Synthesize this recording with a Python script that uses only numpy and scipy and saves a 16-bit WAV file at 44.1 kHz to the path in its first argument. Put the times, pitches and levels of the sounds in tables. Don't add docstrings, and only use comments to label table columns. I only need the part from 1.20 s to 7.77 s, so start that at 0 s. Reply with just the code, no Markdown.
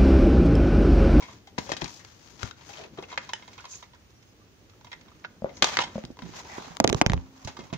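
import sys
import numpy as np
from scipy import signal
from scipy.io import wavfile
from scipy.ndimage import uniform_filter1d, minimum_filter1d

SR = 44100
rng = np.random.default_rng(int(sys.argv[2]) if len(sys.argv) > 2 else 0)


def boost_factor(decibels):
    exponent = np.asarray(decibels, float) / 20
    return 10 ** exponent


def generate_wav(signal):
    frames = np.transpose(np.atleast_2d(signal))
    scaled = np.clip(frames, -1, 1) * 32767
    pcm = np.round(scaled).astype(np.int16)
    wavfile.write(sys.argv[1], SR, pcm)


N = 289737

# frequency in Hz, density in dB per Hz.
ROOM_NOISE = [(15, -51), (25, -33.5), (108, 4.5), (130, -15.5), (229, -13), (745, -21), (2540, -22.5),
              (4470, -26), (5030, -27), (7000, -28), (9100, -60.5), (15400, -120)]
# frequency in Hz, likeness from -1 to 1.
NOISE_LIKENESS = [(60, 0.88), (380, 0.34), (2380, -0.18), (15000, -0.05)]
# frequency in Hz, density in dB per Hz.
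MIC_HISS = [(4410, -61), (7500, -12.5), (8670, -2), (9700, -9.5), (10500, -5.5), (12700, -8), (14900, 0.5),
            (15900, 2.5), (16000, -15), (16500, -31)]
# frequency in Hz, gain in dB.
MIC_RESPONSE = [(30, 4.5), (5500, 0.5), (6500, 2), (7600, -9), (8300, -18), (10500, -19.5), (13700, -24),
                (14300, -17.5), (15200, -14), (16200, -20), (16800, -66)]
# frequency in Hz, t60 in seconds.
ROOM_DECAY = [(200, 0.15), (1000, 0.32), (3000, 0.32), (7000, 0.37)]
# frequency in Hz, share of patches kept.
TREBLE_KEPT = [(7400, 1.), (8200, .8), (12000, .7), (14000, .3), (14400, 1.), (15500, 1.), (15750, .01)]

# time in seconds, rumble of the grip in dB, side of the case as left-right dB.
HANDS = [(0.0, -54.5, 2.5), (0.3, -65.5, 2.5), (0.5, -52.5, 8), (0.9, -67.5, 6), (1.24, -60, 10.5),
         (1.4, -62.5, 6.5), (1.68, -57.5, 3.5), (2.4, -62, -1.5), (2.8, -68, -3), (4.12, -62.5, -3),
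         (4.25, -59.5, 4.5), (4.64, -49.5, -2.5), (4.78, -58, 2), (5.35, -58.5, 0), (5.46, -56.5, -0.5),
         (5.64, -61, -2), (5.78, -49, -3.5), (6.05, -62, -1)]
# start in seconds, length in seconds,
# scrape of the shell in dB, hiss of skin on the sleeve in dB.
STROKES = [(0, 0.24, -51, -53), (0.362, 0.17, -51, -48), (0.466, 0.1, -43.5, -50), (0.583, 0.15, -41, -50),
           (0.641, 0.23, -53, -46.5), (0.807, 0.24, -56, -56.5), (0.95, 0.35, -56.5, -55.5),
           (1.178, 0.17, -43.5, -48.5), (1.358, 0.15, -53, -58.5), (1.424, 0.23, -50, -48.5),
           (1.516, 0.22, -46.5, -54.5), (1.703, 0.26, -56, -61), (1.872, 0.12, -46, -54),
           (1.952, 0.24, -49.5, -56), (2.114, 0.7, -55, -61), (2.482, 0.13, -56, -46.5),
           (2.54, 0.16, -67, -54), (3.547, 0.95, -62.5, -76), (4.204, 0.68, -55.5, -62),
           (4.413, 0.22, -31, -38.5), (4.699, 0.19, -48, -55), (4.97, 0.48, -48.5, -52.5),
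           (5.135, 0.11, -40, -42.5), (5.222, 0.29, -45, -47), (5.38, 0.25, -49.5, -51.5),
           (5.755, 0.07, -45, -43.5), (5.795, 0.37, -57.5, -60), (6.101, 0.36, -57.5, -57),
           (6.402, 0.13, -55.5, -57)]
# time in seconds, frequency in Hz, level over the shell in dB.
SCRAPED_PATCH = [(4.7, 1047, -23), (5.26, 878, -19), (5.29, 2058, -7.5), (5.385, 1889, -8), (5.41, 935, -1)]
# start in seconds, length in seconds, frequency in Hz,
# width in Hz, level in dB.
SWEEPS = [
    (1.574, 0.12, 453.7, 434.2, -50),
    (2.48, 0.11, 6760, 2000, -42),
    (4.335, 0.077, 6200, 2000, -55),
    (5.273, 0.13, 2030, 648, -50),
    (5.25, 0.22, 825, 432, -48),
    (5.363, 0.14, 3861, 1620, -54),
]
# start in seconds, length in seconds, frequency in Hz, level in dB.
SQUEAKS = [
    (2.937, 0.06, 5728, -70),
    (3.004, 0.04, 5222, -73),
    (3.056, 0.08, 5230, -75),
    (3.05, 0.06, 6350, -72),
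    (3.19, 0.05, 1180, -69),
]

# start in seconds, peak in dB, ring in Hz, t60 in seconds.
BUMPS = [(4.838, -31, 122, 0.072), (4.901, -33.5, 136, 0.031), (5.02, -39, 139.6, 0.6),
         (5.38, -25, 590, 0.027), (5.599, -19, 278, 0.061), (5.642, -12.5, 284, 0.043),
         (5.674, -19.5, 248, 0.2), (5.699, -21.5, 132.5, 0.014), (5.727, -23, 360, 0.039),
         (5.746, -17, 150, 0.036), (5.812, -8, 308, 0.017), (5.861, -13, 117, 0.032),
         (5.896, -17, 120, 0.076), (5.916, -21.5, 86.3, 0.2), (5.9335, -17.5, 96, 0.088),
         (5.958, -25, 76.7, 0.1), (6.248, -31, 99.6, 0.099), (6.273, -38, 235, 0.1),
         (6.388, -34.5, 225.5, 0.26), (6.526, -26, 176, 0.13)]
# start in seconds, peak in dB, loudest ring in Hz,
# crack above 3 kHz in dB, left-right level in dB.
TICKS = [(5.569, -27, 1070, -4, 9.5), (5.601, -5.5, 830, -3.5, -1.5), (5.642, -14, 1100, -3, -2.5),
         (5.645, -7, 710, -15, -3), (5.676, -11, 2060, -3.5, -2), (5.693, -17, 2000, -5, -2),
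         (5.698, -15, 1013, -3, 2.5), (5.728, -13, 669, -6, -3.5), (5.746, -19, 990, -9, -4),
         (5.814, -2.5, 730, -17.5, -1.5), (5.82, -15.5, 790, -7, 4.5), (5.863, -6.5, 1100, -15, -3),
         (5.87, -29, 1327, -5, -3), (5.898, -15, 850, -20, -1), (5.905, -27, 806, -18, 4),
         (5.919, -15, 700, -22.5, 6), (5.934, -18, 1000, -12, 0), (5.942, -27.5, 810, -20, 6.5),
         (5.977, -31.5, 1040, -27, -2)]
# start in seconds, peak in dB, frequency in Hz, t60 in seconds.
TABLE_SONG = (5.96, -50, 264, 1.5)
# frequency in Hz, t60 in seconds.
TABLE_MODES = [(215, 0.068), (575, 0.026)]
# start in seconds, low ring in dB, high ring in dB.
LANDINGS = [
    (4.2214, -33, -28.5),
    (4.2445, -39, -16),
    (4.7565, -26.5, -26),
    (4.7806, -35, -24),
]
# start in seconds, peak in dB, ring in Hz, t60 in seconds.
THUDS = [(0.383, -20.5, 175, 0.04), (0.491, -24.5, 520, 0.026), (0.517, -22.5, 385, 0.038),
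         (0.619, -28.5, 144, 0.076), (0.641, -33.5, 190, 0.059), (1.227, -31.5, 110, 0.12),
         (1.78, -34, 556, 0.12), (1.825, -36.5, 470, 0.093), (4.255, -32, 514, 0.11),
         (4.421, -18.5, 380, 0.079), (4.586, -22, 418, 0.053)]
# start in seconds, peak in dB, frequency in Hz, t60 in seconds,
# left-right level in dB.
KNOCKS = [(0.493, -33.5, 566, 0.074, 3), (1.229, -40.5, 403, 0.05, 4), (1.787, -29, 372, 0.039, 3),
          (2.135, -29, 895, 0.044, -10), (2.135, -26.5, 3040, 0.046, -1.5), (3.73, -44, 2057, 0.12, 2),
          (4.047, -26, 1470, 0.0082, -2), (4.259, -52, 1010, 0.071, 4), (4.757, -43, 890, 0.035, 4),
          (5.033, -46.5, 172, 0.31, -23), (5.092, -35.5, 270, 0.026, -6), (5.474, -43, 256, 0.06, -9),
          (5.505, -45, 169, 0.13, -11), (5.601, -14, 682, 0.028, -5.5), (5.604, -16.5, 280, 0.031, -5.5),
          (5.645, -13.5, 677, 0.031, -1), (5.698, -29, 796, 0.026, -3), (5.728, -17, 407, 0.029, -9),
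          (5.815, -14, 303, 0.036, 11.5), (5.934, -10, 970, 0.0058, -5), (5.935, -27.5, 398, 0.04, -16),
          (6.528, -33, 667, 0.061, -10)]

# frequency in Hz, width in Hz, level in dB.
SHELL = [(984, 63, -9.5), (2100, 62, -12), (2530, 58, -14), (3200, 260, -14), (3755, 91, -8),
         (4370, 140, -24), (5430, 82, -3)]
# start in seconds, peak in dB, loudest
# ring in Hz, crack above 3 kHz in dB, t60 in seconds.
CATCHES = [(1.409, -43.5, 940, -22, .06), (1.536, -36.5, 2470, -25, 0.072), (1.572, -36, 3070, -15, 0.037),
           (1.582, -41, 643, -16, .04), (1.591, -39, 676, -13, 0.06), (1.612, -39, 667, -22, 0.036),
           (1.636, -38, 2500, -16, 0.089), (1.774, -39, 1010, -18, 0.058), (1.835, -37, 2540, -27, 0.054),
           (1.885, -43.5, 972, -20, 0.059), (1.903, -38, 2220, -15, 0.079), (1.942, -40, 1040, -23, 0.056),
           (2.039, -43, 970, -24, 0.05), (2.15, -40.5, 2950, -12, 0.1), (2.196, -44, 930, -26, 0.021),
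           (2.33, -47, 2170, -4, 0.09), (2.387, -36, 2530, -27.5, 0.04), (2.397, -41, 1420, -18, 0.079),
           (2.534, -40, 2550, -20, 0.14), (2.596, -49, 930, -14, .04), (2.634, -46, 2100, -27, 0.1),
           (2.745, -48, 1510, -14, 0.077), (3.61, -47, 900, -16, 0.033), (3.811, -46.5, 2100, -8, 0.044),
           (3.916, -46, 1200, -26, .05), (4.021, -57, 974, -16, .04), (4.91, -53.5, 750, -7, 0.083),
           (4.969, -41.5, 977, -17, 0.025), (5.061, -45, 925, -27, 0.033), (5.135, -38.5, 970, -22, .05),
           (5.197, -36.5, 980, -12, 0.041), (5.251, -40, 920, -32, 0.099), (5.444, -39.5, 800, -25, 0.056),
           (5.516, -41, 800, -18, 0.044), (5.563, -50, 1000, -6, 0.012), (5.966, -40, 890, -29, 0.016),
           (0.004, -37.5, 1030, -13, 0.19), (0.47, -41, 520, -17.5, .05), (0.497, -35, 604, -18, 0.071),
           (0.548, -43, 2500, -11, 0.018), (0.613, -31, 1970, -9, 0.051), (0.657, -34, 2270, -23, 0.032),
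           (0.678, -39, 990, -6, 0.068), (2.904, -56, 1120, -9, 0.045), (3.025, -52, 2200, -8.5, 0.083),
           (3.534, -52, 1288, -23, 0.04), (4.041, -37, 2100, -29.5, 0.027), (4.047, -27.5, 1500, -45, 0.04),
           (4.463, -27, 3000, -19, 0.042), (4.471, -29.5, 930, -12, .05), (4.484, -28, 950, -12, .04),
           (4.531, -32, 930, -17, 0.081), (4.608, -20, 2880, -23, 0.055), (4.621, -21, 3200, -16, 0.03),
           (4.638, -27.5, 3150, -13.5, 0.082), (4.675, -39, 960, -24, 0.051),
           (6.061, -50, 1100, -23, 0.055), (6.406, -42, 2600, -14, 0.035), (6.437, -48, 2210, -7, 0.056),
           (6.499, -44.5, 1010, -23, 0.092), (6.534, -30.5, 2560, -12.5, 0.067)]
# start in seconds, peak in dB, loudest ring in Hz,
# crack above 3 kHz in dB.
TAPS = [(1.916, -34.5, 1080, -15), (1.926, -32, 1070, -25.5), (2.09, -29, 1020, -17),
        (2.222, -38, 980, -39), (2.277, -38.5, 1000, -12.5), (2.378, -36.5, 1020, -15),
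        (2.405, -42.5, 1600, -8), (2.441, -35.5, 1060, -24), (2.452, -32.5, 1070, -12),
        (2.625, -34.5, 1052, -23), (2.733, -44, 950, -28), (3.495, -50.5, 2700, -10),
        (3.645, -39, 1030, -15.5), (3.668, -42, 964, -24), (3.716, -32, 2060, -18), (3.728, -29, 1960, -22),
        (3.881, -43, 995, -33.5)]
# start in seconds, peak in dB, loudest ring in Hz,
# crack above 3 kHz in dB, t60 in seconds.
RATTLES = [(0.022, -32, 2190, -18, 0.2), (0.083, -37, 1060, -32, 0.22), (0.271, -41, 800, -14, 0.094),
           (0.462, -41.5, 896, -9, 0.063), (0.491, -36, 730, -7, 0.15), (0.534, -27.5, 730, -19, 0.019),
           (1.31, -33, 1520, -14.5, 0.013), (1.49, -37, 805, -35, 0.15), (1.785, -34.5, 700, -29, 0.059),
           (1.824, -35.5, 830, -17, 0.052), (4.291, -40, 2100, -30, 0.069), (4.368, -40.5, 2070, -6, 0.086),
           (4.613, -21.5, 900, -13, 0.067), (4.635, -25, 885, -13, 0.028), (5.02, -32.5, 740, -22, 0.025),
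           (6.247, -40.5, 1140, 0.5, 0.046), (6.367, -31.5, 1170, -19, 0.061),
           (6.389, -35.5, 1160, -15.5, 0.14)]
# start in seconds, peak in dB, loudest ring in Hz,
# crack above 3 kHz in dB, t60 in seconds.
SNAPS = [(0.3805, -20.5, 1010, -26, 0.033), (0.384, -23, 850, -11.5, 0.068),
         (0.518, -17.5, 1690, -11.5, 0.06), (0.567, -26, 3170, -13, 0.076), (0.619, -18, 990, -16, 0.024),
         (0.643, -25, 845, -6.5, 0.027), (0.794, -46, 1890, -8.5, 0.27), (0.848, -35.5, 1800, -12, 0.034),
         (1.196, -56, 730, 3, 0.0746), (1.231, -21, 1380, -10.5, 0.016), (1.976, -15.5, 1740, -23.5, 0.043),
         (2.134, -17.5, 1800, -11.5, 0.021), (4.423, -2.5, 3290, -16, 0.047), (4.443, -7, 930, -9, 0.027),
         (4.57, -7, 1890, -18, 0.022), (4.589, -7, 950, -24, 0.038), (4.604, -17, 990, -15, 0.054),
         (4.838, -31, 840, -22, 0.011), (4.851, -34.5, 770, -6, 0.019), (4.99, -31.5, 990, -19, 0.038),
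         (6.274, -28.5, 880, -11.5, 0.14), (6.528, -34, 1050, -12, 0.2)]


def evened(x):
    return x / np.sqrt(np.mean(x ** 2) + 1e-20)


def read(points, hz):
    f, value = np.transpose(points)
    return np.interp(np.log(hz + 1), np.log(f + 1), value)


def curves(rows):
    s, *columns = np.transpose(rows)
    return [np.interp(np.arange(N) / SR, s, column) for column in columns]


def placed(rows):
    s, _, pan_db = np.transpose(HANDS)
    return [(*row[:-1], np.interp(row[0], s, pan_db), row[-1]) for row in rows]


def band(x, lo_hz, hi_hz):
    return signal.sosfilt(signal.butter(2, [lo_hz, hi_hz], "band", fs=SR, output="sos"), x)


def ring(x, hz, width):
    return signal.lfilter(*signal.iirpeak(hz, hz / width, SR), x)


def unlike(noise, same):
    same = np.clip(same, -1, 1)
    return np.array([noise[0], same * noise[0] + np.sqrt(1 - same ** 2) * noise[1]])


def add(mix, s, pair, pan_db):
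    for side, sign in enumerate((1, -1)):
        start = round(s * SR - sign * 1.1 * pan_db)
        part = mix[side, start:][:pair.shape[1]]
        part += boost_factor(sign * pan_db / 2) * pair[side, :len(part)]


def steady(spectrum, db, same):
    hz = np.fft.rfftfreq(1024, 1 / SR)
    a, b = rng.standard_normal((2, 2, N // 256 + 5, 513))
    z = unlike(a + 1j * b, read(same, hz)) * boost_factor(read(spectrum, hz))
    noise = signal.istft(z.swapaxes(1, 2), nperseg=1024, noverlap=768)[1][:, :N]
    return boost_factor(db) * evened(noise)


def room_noise():
    return steady(ROOM_NOISE[:-2], -59.5, NOISE_LIKENESS)


def room(x):
    taps = np.zeros((2, SR))
    at = np.arange(200, SR - 20, 20) + rng.integers(0, 20, (2, (SR - 201) // 20))
    np.put_along_axis(taps, at, rng.choice([-1., 1.], at.shape), 1)
    hz, t, z = signal.stft(taps, SR, nperseg=256)
    decay = boost_factor(-60 * t / read(ROOM_DECAY, hz)[:, None])
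    tail = signal.istft(z * decay, SR, nperseg=256)[1]
    return signal.fftconvolve(x.mean(0)[None], tail / np.linalg.norm(tail[0]), axes=1)[:, :N]


def squeaks():
    out = np.zeros((2, N))
    for s, length, hz, db in SQUEAKS:
        whistle = evened(ring(rng.standard_normal((2, round(length * SR))), hz, 23.5))
        add(out, s, boost_factor(db) * whistle * signal.windows.tukey(whistle.shape[1], .4), -2.)
    return out


def sweeps():
    out, t = np.zeros((2, N)), np.arange(8192) / SR
    for s, length, hz, width, db in SWEEPS:
        clumps_db = 2.5 * evened(uniform_filter1d(rng.standard_normal(len(t)), size=120))
        grains = rng.standard_normal((2, len(t))) * boost_factor(clumps_db)
        scrape = evened(ring(ring(grains, hz, width), hz, width))
        swell = np.sin(np.pi * np.minimum(t / length, 1))
        add(out, s, boost_factor(db) * scrape * swell, -1.5)
    return out


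def strokes():
    rest_db = (-88, -68.5)
    lean, swell = 0.71, 1.56
    power = np.outer(boost_factor(rest_db) ** 2, np.ones(N))
    for s, length, *levels_db in STROKES:
        part = power[:, round(s * SR):][:, :round(length * SR)]
        u = np.arange(part.shape[1]) / SR / length
        part += np.outer(boost_factor(levels_db) ** 2, abs(np.sin(np.pi * u ** lean)) ** (2 * swell))
    return 10 * np.log10(power)


def shell(x, broad_db):
    rings = sum(boost_factor(db) * ring(ring(x, hz, w), hz, 3 * w) for hz, w, db in SHELL)
    return boost_factor(broad_db) * band(x, 552.0, 5400.0) + rings


def rubbing():
    scrape_db, hiss_db = strokes()
    rumble_db, pan_db = curves(HANDS)
    hz, patch_db = curves(SCRAPED_PATCH)
    clumps_db = 2.1 * evened(uniform_filter1d(rng.standard_normal(N), 250))
    grains = boost_factor(clumps_db + 0.78 * np.minimum(rng.exponential(1, N), 5))
    slips = unlike(rng.standard_normal((2, N)), 0.073) * grains

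    turn = np.exp(2j * np.pi * np.cumsum(hz) / SR)
    patch = (turn * signal.lfilter([1], [1, -np.exp(-np.pi * 420. / SR)], slips / turn)).real
    scraped = evened(shell(slips, 0.)) + boost_factor(patch_db) * evened(patch)
    scrape = boost_factor(scrape_db - 4.0) * evened(band(scraped, 270.0, 2600))

    snags_per_s, snag_db = 400, -16
    snags = rng.standard_normal((2, N)) * (rng.random(N) < snags_per_s / SR)
    scrape += boost_factor(scrape_db + snag_db - patch_db - 15.5) * evened(shell(snags, 1.5))

    hiss = boost_factor(hiss_db + 1.17) * evened(band(slips, 4340.0, 15700))
    lumps = boost_factor(2.5 * evened(uniform_filter1d(rng.standard_normal(N), 1500)))
    grip = band(unlike(rng.standard_normal((2, N)), 0.96), 41, 390.0)
    rumble = boost_factor(rumble_db + 0.5) * evened(lumps * grip)
    return (scrape + hiss + rumble) * boost_factor(np.outer([.5, -.5], pan_db))


def table_song():
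    out, t = np.zeros((2, N)), np.arange(SR) / SR
    s, db, hz, t60 = TABLE_SONG
    add(out, s, boost_factor(db - 60 * t / t60) * np.sin(2 * np.pi * hz * t) * np.ones((2, 1)), -4.)
    return out


def landings():
    out, t = np.zeros((2, N)), np.arange(8192) / SR
    for s, *levels_db, pan_db, _ in placed([(*row, 0) for row in LANDINGS]):
        rings = sum(boost_factor(db - 60 * t / t60) * np.sin(2 * np.pi * hz * t)
                    for db, (hz, t60) in zip(levels_db, TABLE_MODES))
        add(out, s, rings * np.ones((2, 1)), pan_db)
    return out


def thuds():
    out, t = np.zeros((2, N)), np.arange(8192) / SR
    bumps = [(s, db, hz, -6.5, t60) for s, db, hz, t60 in BUMPS]
    rows = placed(THUDS) + bumps
    for (s, db, hz, pan_db, t60), noise in zip(rows, rng.standard_normal((len(rows), 2, len(t)))):
        decay = boost_factor(-60 * t / max(t60, .01))
        push = np.exp(-(t / 0.00021 - 2) ** 2)
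        blur = band(unlike(noise, 0.85) * decay - push, 0.43 * hz, 2.26 * hz)
        modes = sum(np.sin(2 * np.pi * hz * k * t * [[1], [1.04]]) * share
                    for k, share in ((0.93821, 0.75), (0.74327, 0.57), (1.3, 0.17)))
        tone = .3 if s < 5.55 or hz > 200 else 1.1
        sound = tone * modes * decay ** .65 + blur / abs(blur).max()
        add(out, s + 0.00156, boost_factor(db) * sound / abs(sound).max(), pan_db)
    return out


def knocks():
    out, t = np.zeros((2, N)), np.arange(8192) / SR
    for s, db, hz, t60, pan_db in KNOCKS:
        rung = -np.sin(2 * np.pi * hz * t) * np.tanh(t / 0.00038) * boost_factor(db - 60 * t / t60)
        add(out, s, rung * np.ones((2, 1)), pan_db)
    return out


def clicks(rows, shell_db, broad_db, same, rise, spike, spread, top_hz=10000):
    out, t = np.zeros((2, N)), np.arange(4096) / SR
    for (s, db, hz, crack_db, pan_db, t60), noise in zip(rows, rng.standard_normal((len(rows), 2, len(t)))):
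        chatter = unlike(noise, same) * np.minimum(t / rise, 1) * boost_factor(-60 * t / max(t60, .004))
        chatter -= spike * np.exp(-(t / .00005 - 2) ** 2)
        rung = boost_factor(shell_db) * shell(chatter, broad_db)
        body = band(band(ring(chatter, hz, spread * hz) + rung, 263.0, 3160.0), 270.1, 5400)
        crack = band(chatter * boost_factor(-60 * t / 0.29) + 0.38 * rung, 3760.0, top_hz)
        sound = body / abs(body).max() + boost_factor(crack_db + 11) * crack / abs(crack).max()
        add(out, s, boost_factor(db) * sound, pan_db)
    return out


def phone_ticks():
    rows = [(*row, 0.0038) for row in TICKS]
    phone = clicks(rows, -6.0, -0.77, 0.69, rise=0.0001, spike=0.44, spread=0.25, top_hz=15500)
    phone += boost_factor(-4.0) * band(phone, 5700, 11000)
    phone += boost_factor(-14.5) * ring(phone, 2400, 410)
    return phone


def chirr(x):
    t = np.arange(2048) / SR
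    buzz = band(rng.standard_normal((2, len(t))), 680.0, 4100.0) * boost_factor(-60 * t / 0.024)
    return boost_factor(-16.5) * signal.oaconvolve(x, buzz / np.linalg.norm(buzz[0]), axes=1)[:, :N]


def small_catches():
    rows = placed(sorted(CATCHES))
    return clicks(rows, 0., -13.5, 0.55, rise=0.0007, spike=0.17, spread=0.11)


def case_snaps():
    case = clicks(placed(SNAPS), -1.6, -5.0, 0.07, rise=0.00017, spike=2.02, spread=0.13)
    loose = sorted(RATTLES + [(*row, 0.056) for row in TAPS])
    case += clicks(placed(loose), 7., -18., .4, rise=.0015, spike=.2, spread=.1)
    return case + boost_factor(8.0) * ring(case, 14900, 700)


def scene():
    case, phone = case_snaps(), phone_ticks()
    low = thuds() + table_song() + landings()
    small = small_catches() + knocks()
    wet = boost_factor(-8.5) * case + boost_factor(-25.5) * phone + boost_factor(-6.5) * low + boost_factor(-13.5) * small
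    background = room_noise() + room(wet)
    fingers = squeaks() + sweeps() + rubbing()
    return background + fingers + low + small + phone + chirr(phone) + case


def thinned(x):
    hz, _, z = signal.stft(x, SR, nperseg=1024, noverlap=768)
    chance = uniform_filter1d(rng.standard_normal((65, z.shape[2])), size=9, axis=1)
    rank = np.repeat(.5 + .5 * np.tanh(.85 * evened(chance)), 8, axis=0)[:len(hz)]
    treble = (abs(z[:, hz > 3000]) ** 2).sum((0, 1))
    onset = ~minimum_filter1d(treble < 8 * np.roll(treble, 3), size=3)
    keep = (rank < read(TREBLE_KEPT, hz)[:, None]) | onset
    return signal.istft(z * keep, SR, nperseg=1024, noverlap=768)[1][:, :N]


def masked(x):
    hz, _, z = signal.stft(x, SR, nperseg=256, noverlap=192)
    power = (abs(z) ** 2).sum(0)
    blow = -minimum_filter1d(-power[hz > 1500].max(0), size=31, origin=10)
    patches = uniform_filter1d(uniform_filter1d(power, size=5, axis=0), size=5, axis=1)
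    upper = (hz > 1500) & (hz < 17000)
    faint = (patches < blow * boost_factor(2 * -54)) & upper[:, None]
    return signal.istft(z * ~faint, SR, nperseg=256, noverlap=192)[1][:, :N]


def roll_off(x):
    return signal.sosfilt(signal.butter(12, 16700, fs=SR, output="sos"), x)


def record(dry):
    hz = np.linspace(0, SR / 2, 1025)
    colour = signal.minimum_phase(signal.firwin2(1023, hz, boost_factor(2 * read(MIC_RESPONSE, hz)), fs=SR))
    heard = band(signal.oaconvolve(dry, colour[None], axes=1)[:, :N], 56.5, 19000)
    heard += steady(MIC_HISS, -75.0, [(100, 0), (200, 0.025)])
    heard /= (1 + (heard / .95) ** 4) ** .25
    mix = masked(thinned(heard))
    return roll_off(mix)


dry = scene()
out = record(dry)
generate_wav(out)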